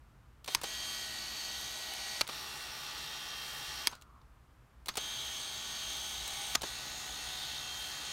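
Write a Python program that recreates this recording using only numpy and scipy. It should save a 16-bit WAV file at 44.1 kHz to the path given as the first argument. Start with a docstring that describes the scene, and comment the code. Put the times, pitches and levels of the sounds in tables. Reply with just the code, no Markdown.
"""Camera lens motor outdoors

A focus motor nudges the lens inward, then drives it out and back twice, close to the microphone.
The motor's whine is a set of tones locked to its turning; rough gear teeth add a rasp and a hiss.
Filtered knocks make the hard clack that ends each of the first four runs; noise bursts make gear ticks.
Brief whines and rustles follow some knocks, over shaped noise for the outdoor air and low rumble."""
import sys
import numpy as np
from scipy import signal
from scipy.fft import rfft, irfft
from scipy.io import wavfile

SR = 44100
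rng = np.random.default_rng(int(sys.argv[2]) if len(sys.argv) > 2 else 0)


def log_audio(samples):
    """Write samples as a 16-bit WAV file to the path given in sys.argv[1]."""
    # one column per channel
    frames = np.atleast_2d(samples).T
    # limit to full scale, then quantise
    limited = np.clip(frames, -1, 1)
    pcm = np.round(limited * 32767).astype(np.int16)
    wavfile.write(sys.argv[1], SR, pcm)


N = 358091
TIME = np.arange(N) / SR
MOTOR_HZ = 213.07  # motor turns per second at full speed
SPIN_UP_S = .009  # time constant of the motor's start
TRAVEL_S = 1.596  # time from one end stop to the other
SWELL_REACH = 0.56  # share of the travel over which one resonance comes and goes
AIR_DB = -60  # air level before the rumble swells
EDGE_HZ = 15900  # upper limit of the recorder and of the tooth roughness

# Motor runs. Each row: start in seconds, stop in seconds, direction (0 outward, 1 inward),
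# grip (row of RINGS), multiple of the motor speed that the barrel sings with.
RUNS = [(.466, .549, 1, 2, 16), (.616, 2.211, 0, 0, 9), (2.275, 3.872, 1, 1, 13), (4.953, 6.551, 0, 2, 16),
        (6.616, 8.21, 1, 3, 20)]
# How hard each run works. Each row: rasp in dB, tooth hiss in dB, gain of the hiss from drawn in to
# run out in dB, pinion whine in dB (all before the trims in run), share of MESH (0-1),
# lift of the singing tone in dB.
LOADS = [(-43, -53.5, -2, -52, 0.98, 3), (-41.5, -53.5, -0.5, -49, 0.94, 13.5),
         (-43, -55.5, -1, -53, 0.7, 9.5), (-42, -51.5, 1.5, -49, .32, 7.5), (-42, -53.8, 0, -50, 1, 12)]
# Speeds of the shafts, in turns per motor turn; the last is the motor itself.
SHAFTS = [.2695, .2895, .3473, 1]
# Pulses per motor turn, from the motor and the meshing gears, that roughen the rasp.
PULSE_RATES = [2.63, 3, 3.473, 3.764, 4, 6]
# Broad spectrum of the gear train. 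Each row: frequency in Hz, level in dB per Hz.
GEARS = [(150, -14.5), (300, -6.5), (520, -8.5), (750, -4), (1400, -5), (1620, -5.5), (3000, -2), (4400, 1),
         (4950, -4), (6700, -8.5), (7700, -10), (9500, -13), (10400, -18.5), (15500, -20)]
# Barrel resonances, one group for each grip. Each row: frequency in Hz, width in Hz, lift in dB.
RINGS = [
    [(4540, 350, 6), (6380, 1500, 6), (8500, 942, 6.5), (11630, 3200, 10), (13613, 980, 7.5)],
    [(848, 65, 9), (1180, 130, 8.5), (1807, 130, 7.5), (5640, 410, 7.5), (12886, 3600, 6.5)],
    [(824, 68, 4), (1190, 100, 2.5), (3750, 310, 6.5), (6290, 880, 9), (8803, 1300, 3.5), (12750, 2900, 5)],
    [(860, 91, 2.5), (1200, 100, 4.5), (3750, 380, 3), (6550, 840, 10), (9300, 873, 6), (13000, 1800, 7.5)],
]
# Resonances the sliding barrel passes through, a group outward and a group inward.
# Each row: place (0 drawn in, 1 run out), frequency in Hz, width in Hz, lift in dB.
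SWELLS = [
    [(.12, 1705, 80, 3), (.17, 6420, 250, -4), (.4, 228, 90, 2), (.49, 4460, 180, 4.5), (.66, 6200, 600, 2),
     (.74, 3835, 150, 2.5), (.85, 790, 130, 7), (.93, 2210, 220, 5.5), (.96, 9000, 800, 5)],
    [(.2, 1705, 80, 4), (.5, 3610, 450, 4.5), (.82, 372, 69.5, 3.5), (1, 3780, 400, 2)],
]
# Friction of the cam track. Each row: place (0-1), change of rasp in dB, change of hiss in dB.
TRACK = [(0, 0.4, -.5), (.24, 0.07, 1.5), (.35, -0.43, -1), (.6, 0.5, 0.5), (.72, -0.36, 0), (1, .4, .8)]
# How firmly the pinion meshes, a group outward and a group inward.
# Each row: place (0-1), level in dB before the run's share is applied.
MESH = [
    [(0, -6), (.14, 1), (.25, -4), (.36, -15), (.6, -5), (.9, -15), (1, -11.5)],
    [(0, -2), (.12, -4.5), (.28, 1), (.5, -6.5), (1, -21)],
]
# Motor tones. Each row: multiple of the motor speed, outward level and inward level in dB
# against the run's body level.
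MOTOR_TONES = [(1, -28, -31.5), (3, -25.5, -30.5), (4, -31, -24), (6, -27.5, -26), (7, -19.5, -17.5),
               (8, -24.5, -26.5), (9, -27.5, -18.5), (11, -22.5, -34), (13, -21, -24.5), (14, -18, -21),
               (16, -18.5, -19), (17, -19, -23.5), (18, -17.5, -29.5), (19, -20.5, -24.5), (20, -26, -25),
               (31, -19, -26.5)]
# Multiples of the motor speed at which the slower gears sing.
GEAR_MULTIPLES = [.689, 3.473, 3.764, 5.387, 6.66, 8.68, 10.42, 12.63, 13.9, 17.37, 21.13, 26.05]
# Levels of those gear tones, a row outward and a row inward, in dB against the run's body level
# before the trim in run.
GEAR_TONES = [(-48.5, -29.5, -30, -24.5, -29.5, -22, -22.5, -24, -19, -21, -19, -29.5),
              (-25.5, -23.5, -32, -26.5, -24.5, -23, -35, -17, -33.5, -17.5, -30.5, -25)]
# Blows on the end stops. Each row: time in seconds, level in dB (all its energy averaged over 5 ms),
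# rattle in dB against the contact, rattle decay in seconds, stop (row of STOP_RINGS).
BLOWS = [(.5483, -21, -3, .003, 0), (.5535, -39, -5, .002, 0), (2.21, -25.5, -3.5, .003, 1),
         (2.2135, -23, 0, .0016, 1), (3.8714, -21, -7.5, .003, 0), (3.8762, -33.5, 2, .002, 0),
         (6.5505, -25, 12, .003, 2), (6.554, -21.5, 1.5, .002, 2)]
# Spectrum of the far-focus stop. Each row: frequency in Hz, level in dB per Hz.
FAR_STOP = [(150, -25), (350, -15), (700, -38.5), (950, -15.5), (1550, -18.5), (3700, -11), (4700, -1),
            (7200, -22), (11000, -15.5), (15500, -25)]
# Spectrum of the close-focus stop. Each row: frequency in Hz, level in dB per Hz.
NEAR_STOP = [(150, -8), (450, -7), (700, 0.5), (1600, -5), (4200, 4), (6800, -6), (9000, -12),
             (13000, -12.5), (15500, -19)]
# What the barrel rings with: one group drawn in, then two grips run out.
# Each row: frequency in Hz, width in Hz, lift in dB.
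STOP_RINGS = [
    [(893, 450, 11.5), (1818, 188, 6), (2260, 318, 11.5), (3300, 260, 10.5), (6450, 390, 10.5),
     (8200, 960, 8.5), (10060, 400, 6.5)],
    [(620, 100, 6.5), (1260, 140, 14.5), (2400, 88, 6.5), (4444, 460, 8), (12625, 320, 5)],
    [(1240, 110, 11.5), (1780, 160, 11), (6800, 880, 11), (9571, 250, 12), (12769, 1051, 2)],
]
# Gears taking up their slack. Each row: time of the knock in seconds, level in dB before its envelope,
# bass in dB, treble in dB, ring of the housing in Hz, lead of the tick in seconds,
# tick in dB before its envelope.
TAKE_UPS = [(0.4769, -32, 6, 3, 410, 0.017, -43), (.634, -31.5, 8.5, 12, 800, 0.02, -34),
            (2.2881, -34.5, 9, 4, 1280, 0.013, -34.5), (3.925, -45, 12, 0, 1100, .012, -47.5),
            (4.8832, -28.5, 1, 8, 1150, .0135, -42), (4.9705, -26.5, 2.5, 10, 500, 0.016, -35),
            (6.632, -31.5, 12, 4, 362, .014, -30)]
# Lone ticks of loose parts and grit. 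Each row: time in seconds, level in dB before its envelope,
# decay in seconds, treble in dB.
TICKS = [(0.444, -38.5, 0.0027, 9), (1.9367, -32, .0014, 15.5), (2.2687, -35, .0012, -1),
         (3.952, -42, 0.0016, 7), (4.0125, -49, 0.0017, 9), (4.021, -45.5, .0024, 6),
         (4.215, -56, .0018, -8), (4.859, -37.5, 0.003, 8.5), (4.939, -48.5, 0.0065, 1),
         (5.9688, -32, .001, 17), (6.278, -26, 0.0012, 18), (6.6105, -39, .0032, -1)]
# The motor spinning on briefly. Each row: time in seconds, length in seconds,
# whine in dB and rustle in dB, both before their envelopes.
OVERRUNS = [(.556, .042, -63, -44), (2.218, 0.043, -63, -44.5), (3.88, 0.048, -57, -47.5),
            (4.894, 0.049, -60, -49.5), (6.559, 0.056, -58, -45.5)]
# Spectrum of the shuddering barrel. Each row: frequency in Hz, level in dB per Hz.
SHUDDER = [(60, 5.5), (200, 0), (500, -7), (1000, 2), (2000, -3), (5000, -5.5), (15000, -24)]
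# Soft whirr as the drive comes to rest. Each row: time in seconds, frequency in Hz, level in dB.
SETTLE = [(3.921, 1400, -57), (4.0, 1313, -67), (4.07, 1165, -66), (4.17, 1135, -64), (4.25, 1055, -75)]
# Spectrum of outdoor air and rumble. Each row: frequency in Hz, level in dB per Hz.
AIR = [(12, -49), (20, -20.5), (36, -16.5), (60, -2), (77, -11.5), (91, -19), (123, -10.5), (163, -21),
       (485, -31.5), (1260, -28.5), (2020, -36.5), (4810, -46), (14700, -52), (16000, -61)]
# Swell of the low rumble around the hand-held microphone. Each row: time in seconds, change in dB.
RUMBLE = [(0, 1), (1.2, -0.5), (2.5, -1.5), (4.2, 1), (4.8, -1.5), (5.3, 2.5), (6.1, 3.5), (7.2, 3),
          (8.1, 1)]


def run(start, stop, direction, grip, singing, load, bite_s=0.013,
        rasp_db=-1.94, hiss_db=0, motor_db=0, gear_db=-1, pinion_db=2.5):
    """The motor spins up to its governed speed; the load follows the lens along its travel."""
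    body_db, teeth_db, teeth_gain_db, whine_db, mesh_share, lift_db = load
    t = np.arange(start, stop, 1 / SR)
    speed = 1 - np.exp(-(t - start) / SPIN_UP_S)
    unsteadiness = 1 + .0007 * drift(len(t), 15)
    turns = np.cumsum(MOTOR_HZ * speed * unsteadiness) / SR

    to_go = (stop - t) / TRAVEL_S
    place = to_go if direction else 1 - to_go  # 0 drawn in, 1 run out
    track_place, rough_db, scrape_db = np.transpose(TRACK)
    body = amp(body_db + np.interp(place, track_place, rough_db))
    hiss = amp(teeth_db + teeth_gain_db * (place - 1.0) + np.interp(place, track_place, scrape_db))
    whine = amp(whine_db + mesh_share * np.interp(place, *np.transpose(MESH[direction])))

    rub = colour(rasp(turns), shape(GEARS, RINGS[grip]))
    rub = patches(swells(rub, place, direction))
    # split the rub into a rasp below 7500 Hz and a hiss above
    low = signal.sosfiltfilt(signal.butter(8, 7500, fs=SR, output="sos"), rub)
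    high = rub - low

    motor = 0
    for multiple, *db in MOTOR_TONES:
        lift = lift_db * (round(multiple) == singing)
        motor = motor + amp(db[direction] + lift) * tone(turns, round(multiple))
    gears = 0
    # the slower gears have more play, so their tones are less steady
    for multiple, db in zip(GEAR_MULTIPLES, GEAR_TONES[direction]):
        gears = gears + amp(db) * tone(turns, multiple, waver=0.505, waver_hz=9.8)
    tones = swells(amp(motor_db) * motor + amp(gear_db) * gears, place, direction)

    sound = body * (amp(rasp_db) * unit(low) + tones)
    sound += amp(hiss_db) * hiss * unit(high)
    sound += amp(pinion_db) * whine * pinion(turns, direction)
    engaged = (1 - np.exp(-(t - start) / bite_s)) ** 2  # the load builds as the slack closes
    return sound * engaged


def tone(turns, multiple, waver=0.16, waver_hz=9):
    """One pitch locked to the motor's turning, wavering in strength with the load."""
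    load = 1 + waver * drift(len(turns), waver_hz)
    return np.sqrt(2) * load * np.cos(2 * np.pi * (multiple * turns + rng.random()))


def pinion(turns, direction, swing=.5, throb=0.19, octave_db=(-4, -19), waver=0.11, jitter=0.14,
           teeth_count=15):
    """The motor's small gear meshes once a tooth; an off-centre wheel swings its pitch and strength."""
    wheel = 2 * np.pi * turns * .193
    mesh = 2 * np.pi * teeth_count * turns
    mesh = mesh + swing * np.sin(wheel) + jitter * drift(len(turns), 120)
    force = 1 + throb * np.sin(wheel) + waver * drift(len(turns), 25)
    octave = amp(octave_db[direction]) * np.cos(2 * mesh)
    return np.sqrt(2) * force * (np.cos(mesh) + octave)


def rasp(turns, sliding=1.4, wheels=0.52, flutter=0.1, second=.09, wobble=0.1, roughen=.075):
    """Wheels repeat their roughness over fresh sliding noise; the force pulses with motor and gears."""
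    repeating = sum(teeth(turns * ratio, MOTOR_HZ * ratio) for ratio in SHAFTS[:-1])
    angle = 2 * np.pi * turns
    force = 1 + flutter * np.cos(angle) + second * np.cos(2 * angle)
    force += wobble * np.cos(angle * SHAFTS[1])
    for rate in PULSE_RATES:
        force += roughen * np.cos(angle * rate + 2 * np.pi * rng.random())
    return force * (wheels * repeating + sliding * rng.standard_normal(len(turns)))


def teeth(turns, shaft_hz, size=32768):
    """The roughness of one wheel, met again on every turn."""
    bumps = rng.standard_normal((int(EDGE_HZ / shaft_hz), 2)) @ [1, 1j]
    surface = irfft(bumps, size)
    return unit(np.interp(turns % 1 * size, np.arange(size), surface))


def swells(x, place, direction):
    """Lifts or dips one resonance after another as the barrel slides past."""
    out = x
    for middle, hz, width, db in SWELLS[direction]:
        near = np.cos(np.pi * np.clip((place - middle) / SWELL_REACH, -.5, .5)) ** 2
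        band = signal.lfilter(*signal.iirpeak(hz, hz / width, fs=SR), x)
        out = out + (amp(db * near) - 1) * band
    return out


def patches(x, depth_db=1.28, rate_hz=7, sharpness=7, count=8):
    """The contact points wander, so the barrel's upper resonances are driven unevenly."""
    out = x
    for hz in np.geomspace(2800, 14000, count):
        band = signal.lfilter(*signal.iirpeak(hz, sharpness, fs=SR), x)
        out = out + (amp(depth_db * drift(len(x), rate_hz)) - 1) * band
    return out


def blow(db, rattle_db, decay, stop, spread_s=0.001228, size=4096):
    """A hard contact, then a short rattle of loose parts, both ringing in the barrel."""
    t, hz = np.arange(size) / SR, np.fft.rfftfreq(size, 1 / SR)
    delay = spread_s * np.sqrt(2000 / (hz + 500))  # bending waves carry the treble fastest
    contact = irfft(np.exp(-2j * np.pi * np.cumsum(delay) * hz[1]))
    rattle = rng.standard_normal(size) * np.exp(-t / decay) * (1 - np.exp(-t / spread_s))
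    force = contact + amp(rattle_db) * rattle / np.linalg.norm(rattle)
    clack = colour(force, shape(NEAR_STOP if stop else FAR_STOP, STOP_RINGS[stop]))
    return amp(db) * clack / np.linalg.norm(clack) * np.sqrt(.005 * SR)


def take_up(s, db, bass_db, treble_db, ring_hz, lead, tick_db, rebound_s=.0058, rebound_db=0,
            dull_db=-14, ring_db=7, sharpness=4):
    """A tick as the coupling catches, a knock as the gears close, a duller rebound; the last two ring."""
    tick = click(tick_db, decay=0.0038, bass_db=6, treble_db=9.5)
    knock = click(db, decay=.0048, bass_db=bass_db, treble_db=treble_db)
    rebound = click(db + rebound_db, decay=0.0047, bass_db=bass_db, treble_db=treble_db + dull_db)
    ring = signal.iirpeak(ring_hz, sharpness, fs=SR)
    sounds = [(s - lead, tick)]
    for at, hit in ((s, knock), (s + rebound_s, rebound)):
        sounds.append((at, hit + (amp(ring_db) - 1) * signal.lfilter(*ring, hit)))
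    return sounds


def click(db, decay, bass_db, treble_db, rise_s=0.00082, linger=0.087, linger_s=0.015, size=4096):
    """Teeth chatter into contact and rub on briefly, with more bass or treble as asked."""
    t = np.arange(size) / SR
    gears = shape(GEARS)
    tilt = shape([(900, bass_db), (2200, 0.0015), (4800, 0), (10000, treble_db)])
    chatter = unit(colour(rng.standard_normal(size), lambda hz: gears(hz) + tilt(hz)))
    fade = np.exp(-t / decay) + linger * np.exp(-t / linger_s)
    return amp(db) * chatter * fade * (1 - np.exp(-t / rise_s))


def overrun(length, whine_db, rustle_db, from_hz=6150, to_hz=6600, octave_db=-13, decay_s=0.039):
    """The motor spins on: a thin rising whine over the dying rustle of the shaken barrel."""
    t = np.arange(0, 2 * length, 1 / SR)
    angle = 2 * np.pi * np.cumsum(from_hz + (to_hz - from_hz) * t / length) / SR
    swell = np.sin(np.pi * np.minimum(t / length, 1))  # the whine is gone after one length
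    whine = (np.sin(angle) + amp(octave_db) * np.sin(2 * angle)) * swell
    rustle = unit(colour(rng.standard_normal(len(t)), shape(SHUDDER))) * np.exp(-t / decay_s)
    return np.sqrt(2) * amp(whine_db) * whine + amp(rustle_db) * rustle


def settle(width_hz=260, rub_db=-58, rub_decay_s=0.043):
    """The gears rub faintly as they coast, under noise in one sinking resonance."""
    s, hz, db = np.transpose(SETTLE)
    t = np.arange(s[0], s[-1], 1 / SR)
    angle = 2 * np.pi * np.cumsum(np.interp(t, s, hz)) / SR
    # two slow random signals on one pitch make a narrow band of noise
    whirr = drift(len(t), width_hz) * np.cos(angle) + drift(len(t), width_hz) * np.sin(angle)
    rub = unit(colour(rng.standard_normal(len(t)), shape(GEARS))) * np.exp(-(t - s[0]) / rub_decay_s)
    return s[0], amp(np.interp(t, s, db)) * unit(whirr) + amp(rub_db) * rub


def air(swell_db=-0.5, rumble_hz=150):
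    """Shaped noise: a swelling low rumble and a faint far-off wash."""
    gain = amp(shape(AIR)(np.fft.rfftfreq(N, 1 / SR)))
    noise = unit(irfft(rfft(rng.standard_normal(N)) * gain, N))
    rumble = signal.sosfiltfilt(signal.butter(2, rumble_hz, fs=SR, output="sos"), noise)
    wash = noise - rumble
    swell = amp(np.interp(TIME, *np.transpose(RUMBLE)) + swell_db * drift(N, 4))
    return amp(AIR_DB) * (wash + swell * rumble)


def amp(db):
    """Turns decibels into gain."""
    return 10 ** (np.asarray(db) / 20)


def unit(x):
    """Scales a sound to an average (rms) level of 1."""
    return x / np.sqrt(np.mean(x ** 2) + 1e-20)


def drift(n, rate_hz):
    """Smooth random wandering, two seconds long at rms 1, repeated or cut to n samples."""
    hz = np.fft.rfftfreq(2 * SR, 1 / SR)
    slow = irfft(rfft(rng.standard_normal(2 * SR)) * np.exp(-(hz / rate_hz) ** 2))
    return np.resize(unit(slow), n)


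def shape(points, rings=()):
    """Gives gain in dB against frequency: a broad spectrum with resonances on top."""
    f, db = np.transpose(points)

    def gain_db(hz):
        broad = np.interp(np.log(hz + 1), np.log(f + 1), db)
        return broad + sum(d / (1 + (2 * (hz - c) / w) ** 2) for c, w, d in rings)
    return gain_db


def colour(x, spectrum, size=4096):
    """Filters with the given spectrum, never ahead of time, so that a blow rings after it lands."""
    log_gain = np.log(amp(spectrum(abs(np.fft.fftfreq(size, 1 / SR)))))
    response = np.fft.ifft(np.exp(np.conj(signal.hilbert(log_gain)))).real[:size // 2]
    return signal.fftconvolve(x, response)[:len(x)]


def add(mix, s, sound):
    """Mixes a sound in at time s in seconds."""
    part = mix[round(s * SR):][:len(sound)]
    part += sound[:len(part)]


def scene():
    """Everything reaches one microphone, alike in both channels."""
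    mix = air()
    for row, load in zip(RUNS, LOADS):
        add(mix, row[0], run(*row, load))
    for s, *row in BLOWS:
        add(mix, s, blow(*row))
    for s, *row in OVERRUNS:
        add(mix, s, overrun(*row))
    for row in TAKE_UPS:
        for s, sound in take_up(*row):
            add(mix, s, sound)
    for s, db, decay, treble_db in TICKS:
        add(mix, s, click(db, decay, bass_db=0.5, treble_db=treble_db))
    add(mix, *settle())
    return np.array([mix, mix])


def record(dry):
    """The recorder passes only what lies below its upper limit."""
    low_pass = signal.firwin(511, EDGE_HZ, window=("kaiser", 9), fs=SR)
    return signal.oaconvolve(dry, low_pass[None], "same")


dry = scene()
out = record(dry)
log_audio(out)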